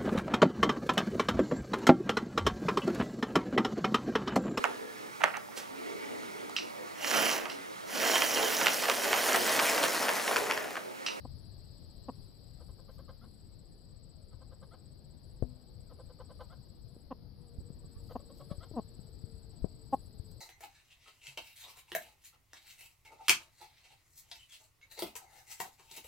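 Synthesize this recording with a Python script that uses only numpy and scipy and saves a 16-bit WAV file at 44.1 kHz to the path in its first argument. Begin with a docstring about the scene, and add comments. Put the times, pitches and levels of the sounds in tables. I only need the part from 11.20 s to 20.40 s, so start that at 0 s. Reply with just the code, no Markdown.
"""A light breeze and insects in the grass of a summer field, and at once a low cluck from a rooster close by at a wire pen.
Filtered noise makes the breeze and the insect chorus, swept tones the crickets, noise in a narrow band a katydid,
and one wavering tone a far engine that sinks in pitch. The rooster's clucks are a few throat pulses each;
a second bird a little further off answers with four quick runs of soft notes, made of harmonics and breath.
Steps crackle in dry grass, and later a few bumps reach the microphone."""
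import sys
import numpy as np
from scipy import signal
from scipy.fft import rfft, irfft, next_fast_len
from scipy.io import wavfile
from scipy.ndimage import uniform_filter1d

SR = 44100
rng = np.random.default_rng(int(sys.argv[2]) if len(sys.argv) > 2 else 0)


def put_to_file(sound):
    """Save the sound as 16-bit audio at rate SR, in the file named by the first command-line argument."""
    columns = np.atleast_2d(sound).T  # one column per channel
    safe = np.clip(columns, -1, 1)
    whole_steps = np.round(safe * 32767)
    wavfile.write(sys.argv[1], SR, whole_steps.astype(np.int16))


N = 405860  # samples, 9.2 s

# The high insect hiss over time, which the katydid's buzzes follow. Each row: time in seconds, level in dB.
HISS_LEVEL = [(0, -81.3), (1.9, -81.8), (2.85, -88.3), (3.6, -85), (5.6, -83.3), (6.2, -85.5), (7.3, -78.8),
              (8.35, -84.3), (8.8, -79.5)]


def gain_of(db):
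    """Amplitude factor for a level in dB."""
    return 10 ** (np.asarray(db) / 20)


def evened(x):
    """Scales to rms 1."""
    return x / np.sqrt(np.mean(x ** 2) + 1e-20)


def read(points, hz):
    """A spectrum's value at hz, on a log-frequency axis."""
    f, value = np.transpose(points)
    return np.interp(np.log(hz + 1), np.log(f + 1), value)


def curve(rows, order=1):
    """One column of a time table at every sample."""
    rows = np.asarray(rows)
    return np.interp(np.arange(N) / SR, rows[:, 0], rows[:, order])


def panned(x, side_db):
    """Two channels from one, the left louder by side_db."""
    return x * gain_of([[side_db / 2], [-side_db / 2]])


def add(mix, s, sound):
    """Lays a stereo sound into the mix from s seconds on."""
    part = mix[:, max(round(s * SR), 0):][:, :sound.shape[1]]
    part += sound[:, :part.shape[1]]


def wander(hz, size=N):
    """Slow chance of rms 1, up to about hz."""
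    n = next_fast_len(size + SR, True)
    f = np.fft.rfftfreq(n, 1 / SR)
    slow = irfft(rfft(rng.standard_normal(n)) / (1 + (f / hz) ** 4), n)
    return evened(slow)[:size]


def coloured(x, colour, size=4096):
    """Causal (minimum-phase) filter whose gain in dB is colour(hz)."""
    hz = abs(np.fft.fftfreq(size, 1 / SR))
    log_gain = np.log(gain_of(colour(hz)))
    ring = np.fft.ifft(np.exp(np.conj(signal.hilbert(log_gain)))).real
    return signal.fftconvolve(x, ring[:size // 2])


def wash(spectrum, likeness, side_db, patchy_db, size=1024):
    """Stereo noise with drifting patches; the mean of both channels has rms 1."""
    hz = np.fft.rfftfreq(size, 1 / SR)
    a, b, c, d, patches = rng.standard_normal((5, N * 4 // size + 5, len(hz)))
    patches = uniform_filter1d(patches, size=6, axis=0)  # over time
    patches = evened(uniform_filter1d(patches, size=7, axis=1))  # over frequency
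    same = np.clip(likeness, -1, 1)
    left = a + 1j * b
    right = same * left + np.sqrt(1 - same ** 2) * (c + 1j * d)
    z = np.array([left, right])
    z *= gain_of(read(spectrum, hz) + patchy_db * patches)
    side = side_db(hz) / 2
    z *= gain_of(np.array([side, -side]))[:, None]
    x = signal.istft(z.transpose(0, 2, 1), nperseg=size, noverlap=size - size // 4)[1][:, :N]
    return x / x.mean(0).std()


def yard(x, wet_db, t60):
    """Weak scattered echoes from the ground, the pen and the birds."""
    t = np.arange(SR // 2) / SR
    signs = rng.choice([-1., 1.], (2, len(t)))
    sparse = rng.random((2, len(t))) < 2500 / SR  # 2500 echoes per second
    taps = signs * sparse * (t > .003) * gain_of(-60 * t / t60)
    taps = taps + .5 * taps[::-1]  # each side hears some of the other
    echoes = signal.fftconvolve(x, taps / np.linalg.norm(taps[0]), axes=1)[:, :N]
    return x + gain_of(wet_db) * echoes


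def field():
    """Breeze, far insect chorus and high hiss: three noises, each with its own spectrum and slow level."""
    # Spectra of the three. Each row: frequency in Hz, relative level in dB per Hz.
    breeze_spectrum = [(15, -16.5), (30, -1), (55, 0), (110, -2.5), (170, -9.5), (280, -15.5), (400, -19),
                       (600, -24), (1000, -33.5), (1600, -40.5), (2500, -46.5), (4000, -52.5), (7000, -72),
                       (15000, -82)]
    chorus_spectrum = [(2400, -25.5), (3100, -17), (3750, -12), (4050, -4), (4700, 1.5), (5100, -4.5),
                       (5600, -15.5), (6200, -41.5), (7000, -93)]
    hiss_spectrum = [(6500, -21), (8800, -18.5), (9700, -2.5), (10800, -8.5), (12000, 0.5), (13200, 1.5),
                     (14000, -4), (14700, -23), (15600, -17)]
    # Breeze and chorus over time. Each row: time in seconds, level in dB.
    breeze_level = [(0, -52), (1.6, -53.8), (2.9, -54.7), (5.1, -53.2), (6, -54.7), (6.8, -52), (9.2, -53)]
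    chorus_level = [(0, -67), (.7, -66.8), (2.5, -72), (4.8, -71.5), (5.15, -69.5), (6.1, -73.5),
                    (7.5, -67.8), (8.2, -70.8), (9.2, -69.8)]
    breeze_side = [(60, 7.7), (120, 11.8), (380, 3.3), (2000, 2)]  # (Hz, left-right dB)
    breeze = wash(breeze_spectrum, 0.36, lambda f: read(breeze_side, f), patchy_db=2.0, size=2048)
    chorus = wash(chorus_spectrum, 0.2, lambda f: 8 + 0 * f, patchy_db=1.33)
    hiss = wash(hiss_spectrum, 0.18, lambda f: 2 + 0 * f, patchy_db=1)
    low = breeze * gain_of(curve(breeze_level))
    return low + chorus * gain_of(curve(chorus_level)) + hiss * gain_of(curve(HISS_LEVEL))


def engine(start_hz=570, sink_octaves_per_s=.042):
    """One far tone that sinks steadily in pitch, wavering in pitch and level."""
    # The far engine over time. Each row: time in seconds, peak level in dB ahead of the wavering.
    drone_level = [(0, -79.5), (1.6, -82), (4.3, -75.5), (5.8, -76), (6.5, -68), (9.2, -68.7)]
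    sinking = start_hz * 2 ** (-sink_octaves_per_s * np.arange(N) / SR)
    hz = sinking * (1 + 0.0091 * wander(16.8))
    tone = np.sin(2 * np.pi * np.cumsum(hz) / SR)
    return panned(tone * gain_of(curve(drone_level)) * (1 + .5 * wander(9)), side_db=4)


def wing_strokes(strokes, top_hz, sag_hz, width):
    """The wing sweeps once a stroke; its tone swells, arches with the speed of the file, sinks and stops."""
    u = ((strokes + 0.017 * wander(8) + .5) % 1 - .5) / width
    hz = top_hz - sag_hz * np.clip(u + 0.2, -.75, 1.4) ** 2 + 30 * wander(300)
    swell = np.exp(-u ** 2 - np.minimum(np.maximum(u, 0) ** 6, 30))  # ends faster than it begins
    flicker = gain_of(1.6 * wander(5.9) + wander(200))
    return evened(swell * flicker * np.sin(2 * np.pi * np.cumsum(hz) / SR))


def crickets(fade_s=.07, far_db=-92):
    """Two crickets trill out of step; the trills drop out briefly. Others, near 7880 Hz, are blurred by distance."""
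    # The wings of each cricket, by name: unevenness in strokes, top pitch in Hz,
    # sag in Hz at one stroke width from the top, stroke width in strokes, left-right in dB.
    wings = {"near": (.03, 8067, 329, .16, 4.5), "second": (.17, 8010, 447, .13, 7)}
    # Trills at a steady rate. Each row: cricket, first stroke in seconds, end in seconds,
    # strokes per second, level in dB.
    trills = [("near", .005, 1.62, 15.68, -76.5), ("near", 2.08, 5.86, 15.79, -76.7),
              ("near", 6.219, 6.86, 15.9, -74.5), ("near", 7.0, 9.3, 16.05, -73),
              ("second", 0, 2.95, 14.6, -81.5), ("second", 3.1, 5.8, 14.6, -89),
              ("second", 6.4, 9.3, 14.6, -78.5)]
    t, near = np.arange(N) / SR, np.zeros((2, N))
    for who, start, end, rate, db in trills:
        uneven, top_hz, sag_hz, width, side_db = wings[who]
        strokes = rate * (t - start) + uneven * wander(1)
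        singing = np.clip(np.minimum(t - start, end - t) / fade_s + .5, 0, 1)
        voice = singing * wing_strokes(strokes, top_hz, sag_hz, width)
        near += panned(gain_of(db) * voice, side_db)
    far = np.array([wander(300) * np.sin(2 * np.pi * 7880 * t) for _ in range(2)])
    return yard(near, wet_db=-11, t60=0.14) + gain_of(far_db) * evened(far)


def cluck(length, db, first_hz, last_hz, beak_hz, beak_db, bright_db, beak_width_hz=135, swell=0.32,
          first_size=0.23, opening_hz=260):
    """A handful of slowing pulses, swelling and then cut off, ring the throat and beak, after a 5 ms lead."""
    # The rooster's throat. Each row: frequency in Hz, gain in dB.
    rooster_throat = [(60, -22), (170, 2.5), (250, 3), (400, -3), (520, -2), (900, -7), (1080, -3.5),
                      (1320, -25.5), (1540, -27.5), (1700, -33.5), (1860, -29), (2150, -49), (2700, -33.5),
                      (4300, -55), (9000, -84)]
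    t, lead = np.arange(int(length * SR)) / SR, SR // 200
    hz = last_hz + (first_hz - last_hz) * (1 - t / length) ** 1.21
    turns = np.cumsum(hz) / SR
    at = np.searchsorted(turns, np.arange(int(turns[-1]) + 1))  # one pulse a turn
    at = at[at < len(t) * .93]
    sizes = np.minimum(first_size + t[at] / length / swell, 1)
    pulses = np.zeros(lead + len(t))
    pulses[lead + at] = sizes * gain_of(.5 * rng.standard_normal(len(at)))
    # the membranes open gradually before each snap, so the lows of a pulse come first
    r = np.exp(-2 * np.pi * opening_hz / SR)
    pulses = signal.lfilter([r, -1], [1, -r], pulses[::-1])[::-1]

    def colour(f):
        """Throat, beak resonance and brightness in dB."""
        beak = beak_db / (1 + ((f - beak_hz) / beak_width_hz) ** 2)
        return read(rooster_throat, f) + beak + bright_db * np.log2(np.clip(f, 250, 3000) / 700)

    voice = coloured(pulses, colour)
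    return gain_of(db) * voice / np.sqrt(np.sum(voice ** 2) / len(t))


def rooster():
    """The low clucks close to the microphone, each a short train of throat pulses."""
    # Each row: start in seconds, length in seconds, level in dB, first pitch in Hz, last pitch in Hz,
    # beak resonance in Hz, its boost in dB, brightness in dB per octave, left-right in dB.
    clucks = [(0.049, .013, -44.5, 289, 207.8, 760, 4.5, -1, 3),
              (0.8826, 0.017, -38.5, 304, 218, 770, 0.5, 1, 2),
              (5.9071, 0.0225, -40.5, 293, 232, 756, -1.5, 2, 1.5),
              (6.9528, .017, -37, 282, 203, 714, 7, 0.5, 3), (7.535, .030, -49, 338, 285, 680, 4, -6, 4.5),
              (7.5623, .039, -35, 264, 205, 730, 6, -2.5, 3),
              (8.7259, 0.02, -27, 280, 260.3, 790, 15.5, 0.5, 2)]
    out = np.zeros((2, N))
    for s, *shape, side_db in clucks:
        add(out, s - .005, panned(cluck(*shape), side_db))  # less the 5 ms lead
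    return out


def katydid(length=.2, over_hiss_db=2.8):
    """Short buzzes of noise near 9850 Hz, about twice a second, swell and sink with the high hiss."""
    # The middle of each buzz in seconds.
    buzz_times = [.22, 1.0, 1.48, 2.1, 2.56, 3.06, 3.48, 4.1, 4.8, 5.17, 5.77, 6.24, 6.8, 7.31, 8.16, 8.82]
    out, n = np.zeros((2, N)), int(length * SR)
    band = lambda f: -np.minimum(((f - 9850) / 260) ** 2, 60)
    for s in buzz_times:
        rasp = [coloured(row, band)[:n] for row in rng.standard_normal((2, n))]
        add(out, s - length / 2, evened(np.array(rasp)) * signal.windows.tukey(n, .5))
    return out * gain_of(curve(HISS_LEVEL) + over_hiss_db)


def note(hz, throat, bright_db, jitter, rough):
    """Harmonics on a trembling pitch, with a puff of air in each cycle; rms 1."""
    turns = np.cumsum(hz * (1 + jitter * wander(210, size=len(hz)))) / SR
    colour = lambda f: read(throat, f) + bright_db * np.log2(np.clip(f, 500, 1400) / 500)
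    k = np.arange(1, 14)[:, None]  # harmonic numbers
    tone = (gain_of(colour(k * hz)) * np.cos(2 * np.pi * k * turns)).sum(0)
    puffs = rng.standard_normal(len(hz)) * np.exp(-2 * (turns % 1))
    air = coloured(puffs, colour)[:len(hz)]
    return evened(evened(tone) + rough * evened(air))


def soft_note(s, db, hz, bright_db, rasp_db, length=.044, stretch=.15, scoop=.22, rise=.12, lead=.47):
    """Starts thin and high, breaks down onto its full pitch, lifts a little and fades; louder ones last longer."""
    # The second bird's throat. Each row: frequency in Hz, gain in dB.
    hen_throat = [(200, -28), (530, 5.5), (800, 3), (1020, -6), (1200, 3.5), (1530, -13), (1720, -19.5),
                  (2050, -22), (2600, -36.5), (3020, -19), (3500, -22.5), (4350, -19), (6000, -41),
                  (9000, -57)]
    span = length * gain_of(stretch * (db + 52))  # seconds; length holds at -52 dB
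    u = np.linspace(0, 1, int(span * SR))
    swell = np.interp(u, [0, .1, .25, .34, .6, .85, 1], [0, .18, .28, 1, .7, .14, 0])
    pitch = hz * (1 + rise * (u - .45) + scoop / (1 + np.exp((u - .25) / 0.023)))
    throat = [(f, level + rasp_db * (f > 1900)) for f, level in hen_throat]
    voice = note(pitch, throat, bright_db, jitter=.028, rough=.45)
    return s - lead * span, panned(gain_of(db) * swell * voice, side_db=1)


def squeak(s, span, db, first_hz, last_hz):
    """A thin glide of harmonics and breath centred on s."""
    # Colour of a squeak. Each row: frequency in Hz, gain in dB.
    squeak_colour = [(400, -28), (700, -3), (1250, 2.5), (1480, -7), (2000, -16), (2600, -34), (3200, -13),
                     (6000, -39)]
    pitch = np.linspace(first_hz, last_hz, int(span * SR))
    voice = note(pitch, squeak_colour, 0, jitter=0.022, rough=0.25)
    voice = voice * signal.windows.tukey(len(pitch), .6)
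    return s - span / 2, panned(gain_of(db) * voice, side_db=3)


def hen(level_db=.7):
    """Runs open with a falling squeak, climb on an even beat to the loudest note, close with a rising squeak."""
    # Runs of soft notes; level_db is added to all levels. Each row: first note in seconds, beat in seconds,
    # closing note in seconds, pitch in Hz, first note in dB, loudest note in dB, closing note in dB,
    # climb in dB per note, dip of the off-beats in dB, brightness of the loudest note in dB per octave,
    # rasp above 1900 Hz in dB.
    runs = [(1.417, .1, 2.046, 514, -57.5, -50, -59.5, 2.4, 1.5, 4, -1),
            (3.138, .105, 3.545, 511, -61, -54, -56.5, 1.8, 0, 3.5, -3),
            (4.72, .1025, 5.333, 503, -54.5, -44.7, -56, 1.4, 5, 1.3, -2),
            (6.917, .105, 7.438, 552, -49, -47.5, -53, 3.6, 0, -.5, 5)]
    # Squeaks leading into the outer notes: lead in seconds, length in seconds, level against the note in dB,
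    # first pitch in Hz, last pitch in Hz.
    opening_squeak = (.008, .044, -14.5, 695, 558)
    closing_squeak = (.012, .054, -6.5, 612, 783)
    # Faint whines before the last run; level_db is added. Each row: middle in seconds, length in seconds,
    # level in dB, first pitch in Hz, last pitch in Hz.
    whines = [(6.65, .04, -77, 597, 550), (6.775, .051, -73, 557, 597)]
    first_beat = .82  # in beats: the step after the first note is short
    brighten_db, closing_bright_db = 1.1, 5.5  # dB per octave: gained with each note; of the closing note
    opening_hz, closing_hz = 494, 515
    out = np.zeros((2, N))
    for start, beat, end, hz, first_db, top_db, last_db, climb_db, dip_db, bright_db, rasp_db in runs:
        times = np.arange(start + first_beat * beat, end - first_beat * beat, beat)
        add(out, *soft_note(start, first_db, opening_hz, bright_db - brighten_db * len(times), rasp_db))
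        for to_go, s in enumerate(times[::-1]):  # back from the loudest note
            db = top_db - climb_db * to_go - dip_db * (to_go % 2)
            add(out, *soft_note(s, db, hz, bright_db - brighten_db * to_go, rasp_db))
        add(out, *soft_note(end, last_db, closing_hz, closing_bright_db, rasp_db))
        outer = [(start, first_db, opening_squeak), (end, last_db, closing_squeak)]
        for s, note_db, (lead, span, db, *glide) in outer:
            add(out, *squeak(s - lead, span, note_db + db, *glide))
    for row in whines:
        add(out, *squeak(*row))
    return gain_of(level_db) * out


def steps(snaps_per_s=900, spread_db=4):
    """Steps in dry grass: blades snap at random underfoot, in clumps that swell and fade."""
    # Each row: middle in seconds, length in seconds, level in dB.
    footfalls = [(1.76, 0.22, -81.5), (5.232, 0.12, -84), (6.91, 0.24, -77.5), (7.187, 0.12, -77.5),
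                 (8.738, 0.069, -73.5), (8.857, .05, -89), (9.12, 0.035, -76.5)]
    # Colour of dry grass. Each row: frequency in Hz, gain in dB.
    grass = [(1500, -21), (4000, -2), (7000, -9.5), (10500, -9), (11800, -4), (13000, 1.5), (15500, -10)]
    out = np.zeros((2, N))
    for s, length, db in footfalls:
        n = int(length * SR)
        snaps = rng.random((2, n)) < snaps_per_s / SR
        sizes = gain_of(spread_db * np.minimum(rng.exponential(1, (2, n)), 4))
        snaps = snaps * sizes * np.hanning(n)
        both = snaps + .5 * snaps[::-1]  # each side hears some of the other
        crackle = np.array([coloured(row, lambda f: read(grass, f)) for row in both])
        add(out, s - length / 2, gain_of(db) * evened(crackle))
    return out


def small_bumps(count=3, from_s=6.25, to_s=6.75, db=-44.5, low_hz=70, high_hz=165, knock_db=-14, side_db=17):
    """Weaker low bumps, like puffs of wind, scattered at random from 6.25 to 6.75 s, at either port."""
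    rows = []
    for k, (when, pitch, side) in enumerate(rng.random((count, 3))):
        s = from_s + (to_s - from_s) * (k + when) / count
        hz = low_hz + (high_hz - low_hz) * pitch
        rows.append((s, db, hz, knock_db, side_db * np.sign(side - .5)))
    return rows


def bumps(knock_hz=470, knock_width=0.00032, scuff_db=-23, scuff_t60=0.097, tick_db=-23, cycles=5.6):
    """A dull knock with a faint tick, a quickly damped low swing and a muffled scuff, mostly at one microphone port."""
    # Bumps on the microphone. Each row: start in seconds, level in dB, pitch of the swing in Hz,
    # dull knock against the swing in dB, left-right in dB.
    hits = [(4.2245, -26.5, 118, 5.5, 16.5), (4.2325, -31.5, 51.4, -10, 17), (5.765, -47.5, 300, 7, 2),
            (6.385, -35.5, 75, -30, -18), (6.503, -38, 153, -12, 16.5), (6.765, -41.5, 72, -20, -17),
            (7.382, -41.5, 84, -27, 26), (7.3141, -34, 160, -28, 25), (7.513, -40, 118, 6, 7.5),
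            (7.792, -42, 153, -17, 23), (8.039, -36, 96, -27, 20.5), (8.422, -32, 50, -28.5, 16),
            (8.4436, -30.5, 173, 1.5, 26.5), (8.998, -34.5, 89, -32, 15)]
    # The cage wire hums from the hardest bump on: level in dB, pitch in Hz, time to fall 60 dB in seconds.
    wire = (-50, 250, 0.57)
    out, t = np.zeros((2, N)), np.arange(SR // 3) / SR
    muffle = signal.butter(N=4, Wn=knock_hz * 1.3, fs=SR, output="sos")
    u = t / knock_width
    blow = u * np.exp(1 - u) * np.sin(2 * np.pi * knock_hz * t)
    knock = signal.sosfilt(muffle, blow) + gain_of(tick_db) * blow  # the unmuffled part is the tick
    for s, db, hz, knock_db, side_db in hits + small_bumps():
        decay = gain_of(-60 * t * hz / cycles)  # falls 60 dB in that many swings
        swing = np.sin(2 * np.pi * hz * t) * decay * (1 - np.exp(-u))
        scuff = evened(signal.sosfilt(muffle, rng.standard_normal(len(t))))
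        scuff = scuff * gain_of(scuff_db - 60 * t / scuff_t60)
        bump = swing + gain_of(knock_db) * (knock + scuff)
        add(out, s, panned(gain_of(db) * bump, side_db))
    db, hz, t60 = wire
    hardest_s = max(hits, key=lambda row: row[1] + row[3])[0]  # by the level of its knock
    hum = gain_of(db - 60 * t / t60) * np.sin(2 * np.pi * hz * t)
    add(out, hardest_s, panned(hum, side_db=15.5))
    return out


def scene():
    """The field, the insects, the engine, both birds with their echoes, the steps and the bumps together."""
    birds = yard(rooster(), wet_db=-17, t60=0.059) + yard(hen(), wet_db=-10.5, t60=0.2)
    return birds + bumps() + steps() + crickets() + katydid() + field() + engine()


def record(dry, edge_hz=15700):
    """The recorder's band limit: a steep low-pass."""
    low_pass = signal.firwin(511, edge_hz, window=("kaiser", 9), fs=SR)
    return signal.oaconvolve(dry, low_pass[None], "same")


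dry = scene()
out = record(dry)
put_to_file(out)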